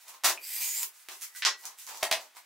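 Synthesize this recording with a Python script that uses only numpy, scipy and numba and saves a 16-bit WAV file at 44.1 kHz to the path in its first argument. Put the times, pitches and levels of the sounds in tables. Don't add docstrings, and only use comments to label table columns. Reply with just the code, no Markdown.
import sys
import numpy as np
from scipy import signal
from scipy.fft import rfft, irfft, next_fast_len
from scipy.io import wavfile
from scipy.ndimage import uniform_filter1d
from numba import njit

SR = 44100
rng = np.random.default_rng(int(sys.argv[2]) if len(sys.argv) > 2 else 0)


def unload_audio(sound):
    columns = np.transpose(np.atleast_2d(sound))
    steps = np.round(np.clip(columns, -1, 1) * 32767)
    wavfile.write(sys.argv[1], SR, steps.astype(np.int16))


N = 108045
T = np.arange(N) / SR


def amp(db):
    return 10 ** (np.asarray(db) / 20)


def on_log(hz, points):
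    freq_hz, values = np.array(points, float).T
    return np.interp(np.log(np.maximum(hz, 1)), np.log(freq_hz), values)


def unit(x):
    return x / np.sqrt(np.mean(x ** 2) + 1e-20)


def decay(t, t60_s):
    return np.exp(-np.log(1000) * t / t60_s)


def drift(per_s):
    hold = int(SR / per_s)
    steps = np.repeat(rng.standard_normal(N // hold + 1), hold)[:N]
    return 1.2 * uniform_filter1d(steps, hold)


def colour(x, eq):
    n = next_fast_len(2 * N)
    gain = amp(on_log(np.arange(n // 2 + 1) * SR / n, eq))
    cepstrum = irfft(np.log(gain), n)
    cepstrum[1:n // 2] *= 2
    cepstrum[n // 2 + 1:] = 0
    return irfft(rfft(x, n) * np.exp(rfft(cepstrum)), n)[:N]


@njit
def resonance(x, centre_hz, width_hz):
    out, band_state, low_state = np.empty(len(x)), 0., 0.
    for i in range(len(x)):
        g = np.tan(np.pi * centre_hz[i] / SR)
        damping = width_hz / centre_hz[i]
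        band = (band_state + g * (x[i] - low_state)) / (1 + g * (g + damping))
        band_state = 2 * band - band_state
        low_state += 2 * g * band
        out[i] = damping * band
    return out


def ring(strikes, modes):
    t, out = T[:SR // 2], np.zeros(N + SR)
    for start_s, level_db in strikes:
        i = int(start_s * SR)
        for hz, mode_db, t60_s in modes:
            out[i:i + len(t)] += amp(level_db + mode_db) / 10 * np.cos(2 * np.pi * hz * t) * decay(t, t60_s)
    return out[:N]


def contact(start_s, level_db, crack_s, snap=0.34):
    t = T[:SR // 20]
    crack = rng.standard_normal(len(t)) * np.exp(-t / crack_s)
    crack[0] += snap * np.linalg.norm(crack)
    for _ in range(3):
        spectrum = rfft(crack)
        crack = irfft(spectrum / abs(spectrum), len(t)) * np.exp(-(t / (4 * crack_s)) ** 2)
    return amp(level_db) * np.pad(crack / np.linalg.norm(crack), (int(start_s * SR), N))[:N]


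def blows(rows, crack_s, body_hz=900, bright_hz=5500, treble_hz=10000):
    out = 0
    for start_s, level_db, body_db, treble_db, *_ in rows:
        shelves = [(body_hz, body_db), (2000, 0), (bright_hz, 0), (treble_hz, treble_db)]
        out += colour(contact(start_s, level_db, crack_s), shelves)
    return out


def slips(per_s, spread_db):
    impulses = (rng.random(N) < per_s / SR) * rng.standard_normal(N)
    return unit(impulses * amp(spread_db * np.minimum(rng.exponential(size=N), 4)))


def rubbing(moves, eq):
    power = 0
    for peak_s, rise_s, fall_s, level_db in moves:
        swell = np.exp(-np.where(T < peak_s, ((T - peak_s) / rise_s) ** 2, (T - peak_s) / fall_s))
        power += (amp(level_db) * swell) ** 2
    return unit(colour(slips(per_s=3500, spread_db=1.5), eq)) * np.sqrt(power)


# peak_s, rise_s, fall_s, level_db
TOWEL_WIPES = [(.02, 0.11, 0.067, -59.5), (.084, 0.0056, 0.01, -47.5), (.965, 0.043, 0.13, -60),
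               (1.135, 0.016, 0.12, -54), (1.229, 0.02, 0.015, -40), (1.368, 0.02, 0.023, -43),
               (1.61, 0.034, 0.05, -55), (1.795, 0.018, 0.046, -48)]
# freq_hz, gain_db
PAPER_EQ = [(100, -75), (300, -32.5), (1100, -11.5), (2000, -5.5), (3200, -7), (6500, -1), (10000, -2),
            (15000, -4.5)]
def towel_wipes():
    return rubbing(TOWEL_WIPES, PAPER_EQ)


# peak_s, rise_s, fall_s, level_db
HAND_RUBS = [(.10, 0.042, 0.016, -54.5), (.148, 0.018, 0.0066, -51), (1.12, 0.015, 0.0094, -45.5),
             (1.652, 0.024, 0.047, -49.5), (1.89, 0.015, 0.035, -43), (1.95, 0.016, 0.017, -47.5),
             (2.01, 0.012, 0.038, -47.5), (2.21, 0.019, 0.029, -49.5), (2.374, 0.02, 0.0093, -49)]
# freq_hz, gain_db
HAND_EQ = [(100, -36), (250, -15.5), (620, -2), (950, 8.5), (1400, -1), (3000, -3), (6500, -1), (10000, -7),
           (15000, -7.5)]
def hand_rubs():
    return rubbing(HAND_RUBS, HAND_EQ)


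# start_s, level_db
CLATTER = [(0.2363, -3), (0.2434, 3), (.2456, 7), (0.25, 2), (.269, -1.5), (.277, 0.5), (.288, -1)]
# pitch_hz, level_db, t60_s
WALL_MODES = [(392, -38, .18), (578, -40, .2), (636, -41, .22), (838, -37, .25), (1005, -37, .2),
              (1895, -33, .15)]
# freq_hz, gain_db
CLATTER_EQ = [(60, -23), (310, -20.5), (400, -7.5), (470, -16), (620, -4), (1000, -0.5), (3500, -4.5),
              (6000, -2), (9000, -7), (15000, -10)]
def blade_on_tube():
    cracks = sum(contact(*hit, crack_s=0.00483, snap=0.084) for hit in CLATTER)
    return colour(cracks + ring(CLATTER, WALL_MODES), CLATTER_EQ)


# start_s, pitch_hz, level_db, t60_s
EDGE_PINGS = [(.3755, 2480, -27, .045), (1.349, 1555, -45, .09), (1.349, 1990, -46, .1)]
def blade_pings(width_hz=110.):
    out = 0
    for start_s, pitch_hz, level_db, t60_s in EDGE_PINGS:
        centre_hz = np.full(N, float(pitch_hz))
        band = resonance(rng.standard_normal(N), centre_hz, width_hz)
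        chatter = unit(resonance(band, centre_hz, width_hz))
        out += amp(level_db) * chatter * (T > start_s) * decay(abs(T - start_s), t60_s)
    return colour(out, [(200, -48), (1400, -2.0)])


# time_s, steel_db, glide_hz, wood_db
STROKE_PATH = [(0.384, -64, 5700, -70), (0.44, -41, 5750, -71), (.54, -33.5, 6000, -66),
               (.60, -34, 6060, -55.5), (0.633, -28.5, 6500, -55), (.68, -32.5, 6900, -57.5),
               (.735, -35, 6830, -70.5), (.77, -32, 7330, -58), (0.809, -35.5, 7300, -56.5),
               (0.831, -30.5, 6850, -47.5), (0.846, -60, 7600, -57)]
# start_hz, width_hz, gain_db, rise_share_per_s
BLADE_PEAKS = [(2050, 130, 2, 0), (2480, 240, 2, -.1), (4700, 260, 2, .22), (7900, 260, 5, .1),
               (12750, 450, 8, .08)]
# freq_hz, gain_db
STEEL_EQ = [(100, -76), (1300, -13.5), (2100, -2), (3700, -2), (8000, 1.5), (15500, 4)]
# freq_hz, gain_db
WOOD_EQ = [(130, -50), (400, -8.5), (540, -16), (930, 2.5), (6000, -31)]
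def scrape(grit_db=1.3, flicker_db=2.8, wander_share=.015, glide_db=16):
    time_s, steel_db, glide_hz, wood_db = np.array(STROKE_PATH).T
    grit = amp(grit_db * drift(per_s=350))
    edge = slips(per_s=12000, spread_db=0.5) * grit
    elapsed_s = np.clip(T, time_s[0], time_s[-1]) - time_s[0]
    wavering = 0
    for start_hz, width_hz, gain_db, rise in BLADE_PEAKS:
        gain = amp(gain_db + flicker_db * drift(per_s=28))
        centre_hz = start_hz * (1 + rise * elapsed_s + wander_share * drift(per_s=28))
        wavering += gain * resonance(edge, centre_hz, float(width_hz))
    fade_in = np.interp(T, [0.6, 0.69], [0, 1])
    glide = amp(glide_db) * fade_in * resonance(edge, np.interp(T, time_s, glide_hz), width_hz=280.)
    steel = unit(colour(edge + wavering + glide, STEEL_EQ)) * amp(np.interp(T, time_s, steel_db))
    wood = unit(colour(edge, WOOD_EQ)) * amp(np.interp(T, time_s, wood_db))
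    flick = colour(contact(start_s=.8305, level_db=-4, crack_s=0.005), STEEL_EQ)
    return (steel + wood) * (T > time_s[0]) * (T < time_s[-1]) + flick


# freq_hz, gain_db
PRESS_EQ = [(230, -16), (380, 1.5), (520, -7), (1100, -2), (2000, 2), (15000, -9.5)]
def blade_press():
    return colour(contact(start_s=1.0864, level_db=-11.5, crack_s=0.0027), PRESS_EQ)


# time_s, level_db
SING_LEVELS = [(1.225, -67.5), (1.42, -68)]
def blade_sing(pitch_hz=1950, wander_hz=6):
    time_s, level_db = np.array(SING_LEVELS).T
    hz = pitch_hz + wander_hz * drift(per_s=28)
    tone = unit(np.sin(2 * np.pi * np.cumsum(hz) / SR))
    return tone * amp(np.interp(T, time_s, level_db)) * (T > time_s[0]) * (T < time_s[-1])


# start_s, level_db, body_db, treble_db
KNIFE_DROP = [(1.4219, 3, -12.5, -11.5), (1.4503, 8, -6.5, 1.5), (1.464, 1, 1, 0.5), (1.47, -0.5, 1.5, 0.5)]
# pitch_hz, level_db, t60_s
STEEL_MODES = [(1100, -27, .1), (1567, -23, .13), (1747, -25, .16), (1946, -27, .36), (3440, -22, .12),
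               (4186, -25, .15), (5535, -34, .1)]
# freq_hz, gain_db
BENCH_EQ = [(60, -52), (250, -27.5), (390, -13.5), (480, -15), (1050, 1), (1700, 1.5), (2800, -1),
            (5700, 0.5), (7500, -9.5), (15000, -30)]
def knife_on_bench(ring_db=-1.5):
    cracks = blows(KNIFE_DROP, crack_s=0.00177, body_hz=1340, bright_hz=3200, treble_hz=6000)
    steel = ring([(start_s, db + ring_db) for start_s, db, *_ in KNIFE_DROP], STEEL_MODES)
    return colour(cracks + steel, BENCH_EQ)


# start_s, level_db
FINGER_TICKS = [(1.6539, -10.5), (1.867, -16), (1.973, -17.5)]
# freq_hz, gain_db
TICK_EQ = [(2500, -3.5), (6300, 6), (8500, -1)]
def finger_ticks():
    ticks = sum(contact(*tick, crack_s=0.0018) for tick in FINGER_TICKS)
    return colour(colour(ticks, TICK_EQ), PAPER_EQ)


# start_s, level_db, body_db, treble_db, pitch_hz, note_db
TUBE_ROLL = [(2.0272, -2.5, -0.5, -21, 594, -14), (2.030, 3.5, 7, 9, 619, -22.5),
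             (2.1126, 2.5, -1, 11, 648, -13.5), (2.115, 4.5, 4.5, -5, 998, -19.5),
             (2.126, 6, -18.5, -0.5, 649, -24), (2.218, -34, -12, -14, 614, -34.5)]
# freq_hz, gain_db
TUBE_EQ = [(60, -20.5), (200, -17), (310, -19), (390, -5), (480, -14), (630, 3.5), (1200, -4), (2000, 2.5),
           (5300, -1), (8000, -10), (15000, -21.5)]
def tube_knocks(hollow_t60_s=.13):
    cracks = blows(TUBE_ROLL, crack_s=0.00243)
    walls = ring([(start_s, db + body_db) for start_s, db, body_db, *_ in TUBE_ROLL], WALL_MODES)
    hollow = sum(ring([(start_s, note_db)], [(pitch_hz, 0, hollow_t60_s)])
                 for start_s, *_, pitch_hz, note_db in TUBE_ROLL)
    return colour(cracks + walls + hollow, TUBE_EQ)


# freq_hz, t60_s
WORKSHOP_T60 = [(300, 0.38), (800, 0.1776), (5500, 0.1628), (14000, 0.17)]
def workshop_response(width, gap_s=0.00033, build_s=0.0075, smooth_hz=45):
    t = T[:SR // 2]
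    hz = np.fft.rfftfreq(len(t), 1 / SR)
    bands_hz = np.geomspace(250, 16000, 5)
    noise = rfft(rng.standard_normal((2, len(t))))
    tails = 0
    for band_hz, weights in zip(bands_hz, np.eye(len(bands_hz))):
        band = irfft(noise * on_log(hz, list(zip(bands_hz, weights))), len(t))
        tails += band * decay(t, on_log(band_hz, WORKSHOP_T60))
    spectra = rfft(tails * np.clip((t - gap_s) / build_s, 0, 1))
    power = uniform_filter1d(abs(spectra) ** 2, int(smooth_hz / hz[1]) * 2 + 1, axis=1)
    mid, side = spectra / np.sqrt(power)
    side *= amp(on_log(hz, width))
    fade_out = np.clip(4 - 10 * t, 0, 1)
    return irfft(np.array([mid + side, mid - side]), len(t)) * fade_out


# freq_hz, gain_db
ECHO_EQ = [(130, -24), (270, 1)]
def workshop_echo(x, width, renew_s=.075):
    x = colour(x, ECHO_EQ)
    out, hop = np.zeros((2, N + SR)), int(renew_s * SR)
    for centre in range(0, N + hop, hop):
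        i = np.arange(max(centre - hop, 0), min(centre + hop, N))
        piece = x[i] * np.cos(np.pi / 2 * (i - centre) / hop)
        echo = signal.fftconvolve(piece[None], workshop_response(width), axes=1)
        out[:, i[0]:i[0] + echo.shape[1]] += echo
    return out[:, :N]


def hiss():
    eq = [(130, -41), (400, -20.5), (950, -5), (2000, -4.5), (6000, -12), (15000, -16)]
    left, right, common = (unit(colour(rng.standard_normal(N), eq)) for _ in range(3))
    return common + .5 * np.array([left, right])


def pan(x, left_minus_right_db):
    return x * amp(np.array([[.5], [-.5]]) * left_minus_right_db)


# freq_hz, side_db
KNOCK_WIDTH = [(500, -24.5), (1100, -14.5), (5000, -4), (14000, -1)]
# freq_hz, side_db
QUIET_SPREAD = [(400, -15), (1100, -3.5), (5000, -0.5)]
def scene():
    blade, bench, tube = blade_on_tube(), knife_on_bench(), tube_knocks()
    stroke = scrape() + blade_pings()
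    handling = finger_ticks() + towel_wipes() + hand_rubs() + blade_sing() + blade_press()
    direct = pan(blade + bench + tube + stroke, -0.9) + pan(handling, -3.5)
    knock_send = blade * amp(5.5) + bench * amp(3.5) + tube * amp(-1)
    friction_send = stroke * amp(-5) + handling * amp(0.5)
    echo = workshop_echo(knock_send, KNOCK_WIDTH) + workshop_echo(friction_send, QUIET_SPREAD)
    return direct + echo + amp(-63) * hiss()


def record(dry):
    return signal.sosfilt(signal.ellip(10, .2, 80, 15700, fs=SR, output="sos"), dry)


dry = scene()
out = record(dry)
unload_audio(out)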